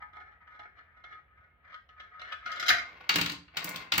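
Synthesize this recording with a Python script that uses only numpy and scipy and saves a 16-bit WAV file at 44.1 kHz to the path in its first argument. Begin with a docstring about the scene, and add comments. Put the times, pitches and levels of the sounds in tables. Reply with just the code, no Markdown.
"""Over the low rumble of a small, quiet room, a glass marble circles a plastic funnel, ringing the
bowl as it rolls over tiny flaws. It spirals faster and, near 2.5 s, rattles through the neck.
It runs down a chute and, from 3.1 s, bounces in a hollow tower, trips a paddle wheel and drops
onto the next track. The room answers each knock with a short tail."""
import sys
import numpy as np
from scipy import signal
from scipy.fft import rfft, irfft
from scipy.io import wavfile

SR = 44100
rng = np.random.default_rng(int(sys.argv[2]) if len(sys.argv) > 2 else 0)


def unload_audio(sound):
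    """Save the sound as a 16-bit wav file, at the path given as the first command line argument."""
    columns = np.transpose(np.atleast_2d(sound))
    # keep every value between -1 and 1, then stretch to whole-number steps
    steps = np.round(np.clip(columns, -1, 1) * 32767)
    wavfile.write(sys.argv[1], SR, steps.astype(np.int16))


N = 176400

# tone of the room's rumble (frequency [Hz], level [dB])
RUMBLE_COLOUR = [(25, -6.5), (72, 4), (100, -6.5), (300, -23.5), (700, -19.5), (3000, -28), (6000, -65),
                 (16500, -47)]
# rolling in the bowl, swelling on each orbit (time [s], level [dB])
BOWL_ROLL = [(0, -54.5), (.06, -63.5), (.11, -73.5), (.15, -57.5), (.34, -63.5), (.38, -70.5), (.46, -63.5),
             (.52, -57), (.63, -60.5), (.7, -80), (.78, -55), (.86, -67.5), (1.05, -59.5), (1.16, -53),
             (1.22, -79.5), (1.4, -63), (1.46, -72.5), (1.6, -71.5), (1.68, -55.5), (1.745, -48.5),
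             (1.78, -102), (1.96, -61.5), (2.02, -50.5), (2.08, -64.5), (2.17, -54), (2.22, -56),
             (2.33, -41.5), (2.37, -67), (2.47, -42), (2.66, -45)]
# bumps over flaws in the bowl (time [s], body [dB], treble [dB])
BOWL_BUMPS = [(0.015, -47.5, -65), (0.129, -50, -65), (0.162, -46.5, -64), (0.208, -43.5, -63),
              (0.468, -57, -69.5), (0.589, -43.5, -56), (0.648, -50.5, -78), (0.962, -71, -88),
              (1.035, -51.5, -60), (1.737, -55, -56.5), (1.886, -50.5, -58.5), (1.998, -45.5, -50.5),
              (2.191, -40, -47), (2.211, -40, -44), (2.318, -34, -36)]
# the tightening spiral (time [s], orbit period [s])
ORBIT_PERIODS = [(1.3, .44), (2.199, .16), (2.602, .04)]
# crowded, short resonances of the bowl (frequency [Hz], level [dB])
BOWL_COLOUR = [(100, -34), (280, -12), (520, -1.5), (820, -24.5), (1080, -26), (1300, 4), (2200, 10),
               (3200, -7), (4300, -14), (7400, -32), (9500, -63), (15000, -55)]
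# clear ring of the bowl and of its hollow rim (frequency [Hz], level [dB], t60 [s])
BOWL_RING = [(710, -13, 0.095), (1260, 1, 0.12), (1465, -2, 0.079), (1592, -4.5, 0.083), (1753, -0.5, 0.12),
             (1910, -2, 0.094), (2140, 1, 0.076), (2845, -10, 0.04), (3434, -13.5, 0.074)]
RIM_RING = [(754, -1.5, .12), (842, 0, 0.11), (970, 2, 0.13)]
# marble spinning in the neck (time [s], level [dB])
NECK_SPIN = [(2.42, -59), (2.58, -46.5), (2.71, -32), (2.84, -48)]
# rattles against the neck (time [s], body [dB], treble [dB])
NECK_RATTLES = [(2.456, -38, -51.5), (2.514, -49, -43.5), (2.554, -50, -49), (2.594, -36.5, -37),
                (2.624, -32, -37.5), (2.66, -28.5, -30), (2.674, -25.5, -27), (2.68, -32, -26.5),
                (2.685, -21.5, -19.5), (2.699, -15, -30), (2.733, -30, -41), (2.777, -33, -40.5)]
# crowded resonances of the neck (frequency [Hz], level [dB])
NECK_COLOUR = [(100, -17), (480, -21), (720, -9.5), (980, -37.5), (1400, 1.5), (3300, 0), (5000, -6),
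               (9800, -19), (14000, -15.5), (16000, -23.5)]
# clear ring of the neck (frequency [Hz], level [dB], t60 [s])
NECK_RING = [(704.6, -7, 0.099), (1236, -3.5, 0.17), (1434, 4.5, 0.054), (1766, -10, 0.14),
             (2120, 3.5, 0.093), (3230, -6.5, 0.056), (3985, 0.5, 0.048), (5010, 1, 0.048)]
# marble running along the chutes (time [s], level [dB])
CHUTE_ROLL = [(2.7, -49), (2.8, -48), (2.85, -53.5), (2.97, -50.5), (3.08, -53.5), (3.2, -56.5),
              (3.33, -45), (3.43, -115), (3.56, -46.5), (3.66, -41.5), (3.81, -44), (3.9, -58), (4.0, -36)]
# crowded resonances of chute and track (frequency [Hz], level [dB])
TRACK_COLOUR = [(40, -55), (90, -4), (200, -8), (490, -15.5), (900, -2), (2600, 3.5), (4400, 6.5),
                (5600, -4), (7500, -12), (10000, -25.5), (11500, -18), (13000, -22), (15300, -6),
                (16200, -25)]
# ring of the chute under the marble (frequency [Hz], level [dB], t60 [s])
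CHUTE_RING = [(1043.5, 0, 0.091), (1486, 0, 0.05), (2100, 0, 0.11)]
# hits on tower, wheel and track (time [s], thud [dB], body [dB], treble [dB], tick [dB])
KNOCK_HITS = [(3.091, -45.5, -19, -17, -25), (3.138, -41, -33.5, -23.5, -42),
              (3.156, -30.5, -24, -18, -19.5), (3.183, -40.5, -23, -53, -29),
              (3.211, -34.5, -29, -18, -25.5), (3.259, -48.5, -33.5, -24.5, -31.5),
              (3.2949, -60, -34, -28, -37), (3.3175, -43.5, -63, -32.5, -38), (3.479, -78, -52, -69, -102),
              (3.526, -82, -62, -73, -89), (3.5683, -47, -29, -22.5, -30),
              (3.642, -41.5, -39.5, -60, -22.5), (3.6892, -47, -57, -68, -26.5),
              (3.7575, -51.5, -43.5, -30, -33.5), (3.919, -46.5, -23.5, -16.5, -31.5),
              (3.936, -41, -31, -26, -31), (3.954, -47, -36, -28, -38), (3.978, -36.5, -20.5, -38.5, -14.5),
              (3.993, -37, -48, -24, -43)]
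# borders of a knock's four bands (bottom [Hz], thud/body [Hz], body/treble [Hz], treble/tick [Hz],
# top [Hz])
BAND_EDGES_HZ = [65, 500, 2600, 8000, 17000]
# t60 of those bands (thud [s], body [s], treble [s], tick [s])
KNOCK_DECAYS = [0.071, 0.08, 0.036, .028]
# boom of the hollow tower and ring of the struck track (frequency [Hz], level [dB], t60 [s])
TOWER_BOOM = [(146.6, -1.5, 0.19), (168.4, -4.5, 0.4), (275, 0.5, 0.22)]
TRACK_RING = [(1215, -7, 0.097), (1451, 3, 0.089), (2243, -1.5, 0.071), (2746, 4, 0.067), (4030, -12, 0.17),
              (4440, 1, 0.052)]
# length of the room's tail (frequency [Hz], t60 [s])
ROOM_DECAY = [(150, 0.43), (1500, 0.35), (8000, 0.28), (15000, 0.14)]
# stereo balance (frequency [Hz], left minus right [dB])
STEREO_TILT = [(100, 0), (700, -2), (1300, 1), (4400, 4), (7000, 2), (9500, -4.5), (15000, 0)]

FIRM_DB, TREBLE_GROWTH, TOP_GROWTH = -32.5, 0.61, 0.2  # contact brightens as its level rises


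def amp(db):
    """Decibels to gain."""
    return 10 ** (np.asarray(db) / 20)


def unit_rms(x):
    """Scales to unit rms."""
    return x / np.sqrt(np.mean(x ** 2) + 1e-30)


def unit_energy(x):
    """Scales each channel to unit energy."""
    return x / np.sqrt(np.sum(x ** 2, -1, keepdims=True) + 1e-30)


def read(points, hz):
    """Reads a table over log frequency."""
    f, value = np.transpose(points)
    return np.interp(np.log(hz + 1), np.log(f), value)


def add(mix, start_s, sound):
    """Mixes a sound in at its cue."""
    part = mix[:, round(start_s * SR):][:, :sound.shape[-1]]
    part += sound[..., :part.shape[-1]]


def eq(x, gain):
    """Filters by a gain that is a function of frequency."""
    size = x.shape[-1]
    return irfft(rfft(x) * gain(np.fft.rfftfreq(size, 1 / SR)), size)


def passband(f, lo, hi):
    """Gain of a band with rounded edges."""
    return 1 / np.sqrt((1 + (lo / (f + 1)) ** 10) * (1 + (f / hi) ** 10))


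def excite(force, response):
    """Plays a signal through a stereo impulse response."""
    return signal.oaconvolve(np.atleast_2d(force), response, axes=1)[:, :N]


def noise(colour, size):
    """Two channels of coloured noise."""
    return unit_rms(eq(rng.standard_normal((2, size)), lambda f: amp(read(colour, f))))


def rumble():
    """Room tone: a faint, steady bed of low noise."""
    return amp(-66) * noise(RUMBLE_COLOUR, N)


def grains(per_s=1400, spread_db=5):
    """Tiny flaws of the surface that the marble strikes at random."""
    sizes = amp(spread_db * np.minimum(rng.exponential(1, N), 3)) * rng.choice([-1, 1], N)
    return unit_rms(sizes * (rng.random(N) < per_s / SR))


def contact(curve, treble_db, bumps=(), rise_s=.01, fall_s=.01, roll_db=0, bump_db=0):
    """Body and treble envelopes [dB]: a lumpy roll, brighter when firmer, plus short bumps."""
    t = np.arange(N) / SR
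    lumps_db = 3 * unit_rms(eq(rng.standard_normal(N), lambda f: f < 47))
    body = np.interp(t, *np.transpose(curve), left=-120, right=-120) + roll_db + lumps_db
    treble = body + treble_db + TREBLE_GROWTH * (body - FIRM_DB)
    power = amp([body, treble]) ** 2
    age = t[:SR // 8]
    bump = np.minimum(age / rise_s, 1) * np.exp(-np.maximum(age - rise_s, 0) / fall_s)
    for start, *db in bumps:
        add(power, start, (amp(bump_db) * amp(db)[:, None] * bump) ** 2)
    return 10 * np.log10(power)


def sectors(count):
    """Crossfades the contact round the funnel's sectors as the marble circles ever faster."""
    turns = np.cumsum(1 / np.interp(np.arange(N) / SR, *np.transpose(ORBIT_PERIODS))) / SR
    distances = [abs((turns - k / count) % 1 - .5) for k in range(count)]
    return [np.sqrt(np.maximum(1 - count * distance, 0)) for distance in distances]


def ringing(modes, t, spread_db=0):
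    """Damped modes, their strength varying with the spot struck, in a random phase at each mic."""
    out = 0
    for hz, db, t60 in modes:
        envelope = amp(db + spread_db * rng.standard_normal() - 60 * t / t60)
        out += envelope * np.sin(2 * np.pi * (hz * t + rng.random((2, 1))))
    return out


def shell(colour, t60, modes, modes_db, spread_db=0, rise_s=0.00037):
    """Voice of a plastic part: crowded short resonances and a few clear modes."""
    t = np.arange(SR // 5) / SR
    crowd = unit_energy(noise(colour, len(t)) * amp(-60 * t / t60))
    clear = amp(modes_db) * unit_energy(ringing(modes, t, spread_db))
    return (crowd + clear) * (1 - np.exp(-(t / rise_s) ** 2))


def rolling(force, levels, response, top_db):
    """Contact force rings a part in three bands; hard contact opens up the top one."""
    body, treble = levels
    top = treble + top_db + TOP_GROWTH * (treble - FIRM_DB)
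    edges = BAND_EDGES_HZ[:1] + BAND_EDGES_HZ[2:]  # thud and body as one band
    out = 0
    for db, lo, hi in zip((body, treble, top), edges, edges[1:]):
        band = signal.sosfilt(signal.butter(6, [lo, hi], "band", fs=SR, output="sos"), response)
        out += excite(force * amp(db), unit_energy(band))
    return out


def funnel(spread_db=2, rim_db=-9, rim_fade_db_per_s=11.5):
    """The marble circles the bowl, then chatters in the neck; each sector has its own ring."""
    t = np.arange(N) / SR
    circling = contact(BOWL_ROLL, treble_db=-2, roll_db=1,
                       bumps=BOWL_BUMPS, rise_s=0.0077, fall_s=0.0028, bump_db=6)
    chatter = contact(NECK_SPIN, treble_db=-8.5,
                      bumps=NECK_RATTLES, rise_s=0.0033, fall_s=0.0067, bump_db=3.5)
    rim_gain = amp(circling[0] + rim_db - rim_fade_db_per_s * t)  # the marble leaves the rim behind
    out, flaws = 0, grains()
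    for share in sectors(count=3):
        force = share * flaws
        bowl = shell(BOWL_COLOUR, t60=0.028, modes=BOWL_RING, modes_db=4.7, spread_db=spread_db)
        neck = shell(NECK_COLOUR, t60=0.07, modes=NECK_RING, modes_db=0)
        rim = unit_energy(ringing(RIM_RING, t[:SR // 5], 2 * spread_db))
        out += rolling(force, circling, bowl, top_db=-25)
        out += rolling(force, chatter, neck, top_db=-19.5)
        out += excite(force * rim_gain, rim)
    return out


def chute():
    """The marble runs along the narrow track, which rings hollow."""
    force = grains()
    running = contact(CHUTE_ROLL, treble_db=-3.5, roll_db=-3.5)
    track = shell(TRACK_COLOUR, t60=0.015, modes=CHUTE_RING, modes_db=-13.5)
    return rolling(force, running, track, top_db=-7)


def knocks(rise_s=0.0027, sag=0.093, sag_s=0.061, detune=0.02, likeness=0.51):
    """Each hit layers a sinking tower boom, a track ring that varies with the spot, and a clack."""
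    t = np.arange(SR // 3) / SR
    out = np.zeros((2, N))
    common = noise(TRACK_COLOUR, len(t))  # the character that all hits share
    attack = 1 - np.exp(-(t / rise_s) ** 2)
    sinking = t + sag * sag_s * (1 - np.exp(-t / sag_s))  # starts sharp, settles to pitch
    for start, *levels in KNOCK_HITS:
        thud_db, body_db = levels[:2]
        clack = likeness * common + np.sqrt(1 - likeness ** 2) * noise(TRACK_COLOUR, len(t))
        detuned = t * (1 + detune * rng.standard_normal())
        boom = amp(thud_db - 5) * ringing(TOWER_BOOM, sinking)[0]
        ring = amp(body_db - 8.5) * ringing(TRACK_RING, detuned, spread_db=1.5)
        knock = boom + ring
        for db, t60, lo, hi in zip(levels, KNOCK_DECAYS, BAND_EDGES_HZ, BAND_EDGES_HZ[1:]):
            band = unit_rms(eq(clack, lambda f: passband(f, lo, hi)))
            knock += band * amp(db - 60 * t / t60)
        add(out, start, attack * knock)
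    return out


def room(x, delay_s, wet_db=-5):
    """Adds dense reflections that fade in around delay_s; the highs die first."""
    size = SR // 2
    fade_in = np.clip(np.arange(size) / SR / delay_s - .5, 0, 1)
    taps = rng.standard_normal((2, size)) * (rng.random((2, size)) < .1) * fade_in
    hz, t, spectrum = signal.stft(taps, SR, nperseg=256)
    decay = amp(-60 * t / read(ROOM_DECAY, hz)[:, None])
    tail = signal.istft(spectrum * decay, SR)[1]
    return x + amp(wet_db) * excite(x, unit_energy(tail))


def scene(mic_lag_s=0.00025, wide_hz=1090):
    """Funnel and track in the room, heard by two close mics that share most of the bass."""
    def width(f):
        return np.minimum(0.29 + 0.68 * (f / wide_hz) ** 2, 1)

    left, right = room(funnel(), delay_s=0.0011) + room(chute() + knocks(), delay_s=0.0049) + rumble()
    shared = eq(left, lambda f: np.sqrt(1 - width(f) ** 2) * np.exp(2j * np.pi * f * mic_lag_s))
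    return np.array([left, shared + eq(right, width)])


def record(dry, low_cut_hz=52.4, high_cut_hz=16200):
    """Left-right colour and low cut of the mics, then a steep high cut."""
    def mic_gain(f):
        return amp(np.outer([.5, -.5], read(STEREO_TILT, f))) * passband(f, low_cut_hz, SR)

    padded = np.pad(dry, ((0, 0), (0, SR // 10)))
    heard = eq(padded, mic_gain)[:, :N]
    high_cut = signal.firwin(255, high_cut_hz, window=("kaiser", 9), fs=SR)
    return signal.oaconvolve(heard, high_cut[None], "same")


dry = scene()
out = record(dry)
unload_audio(out)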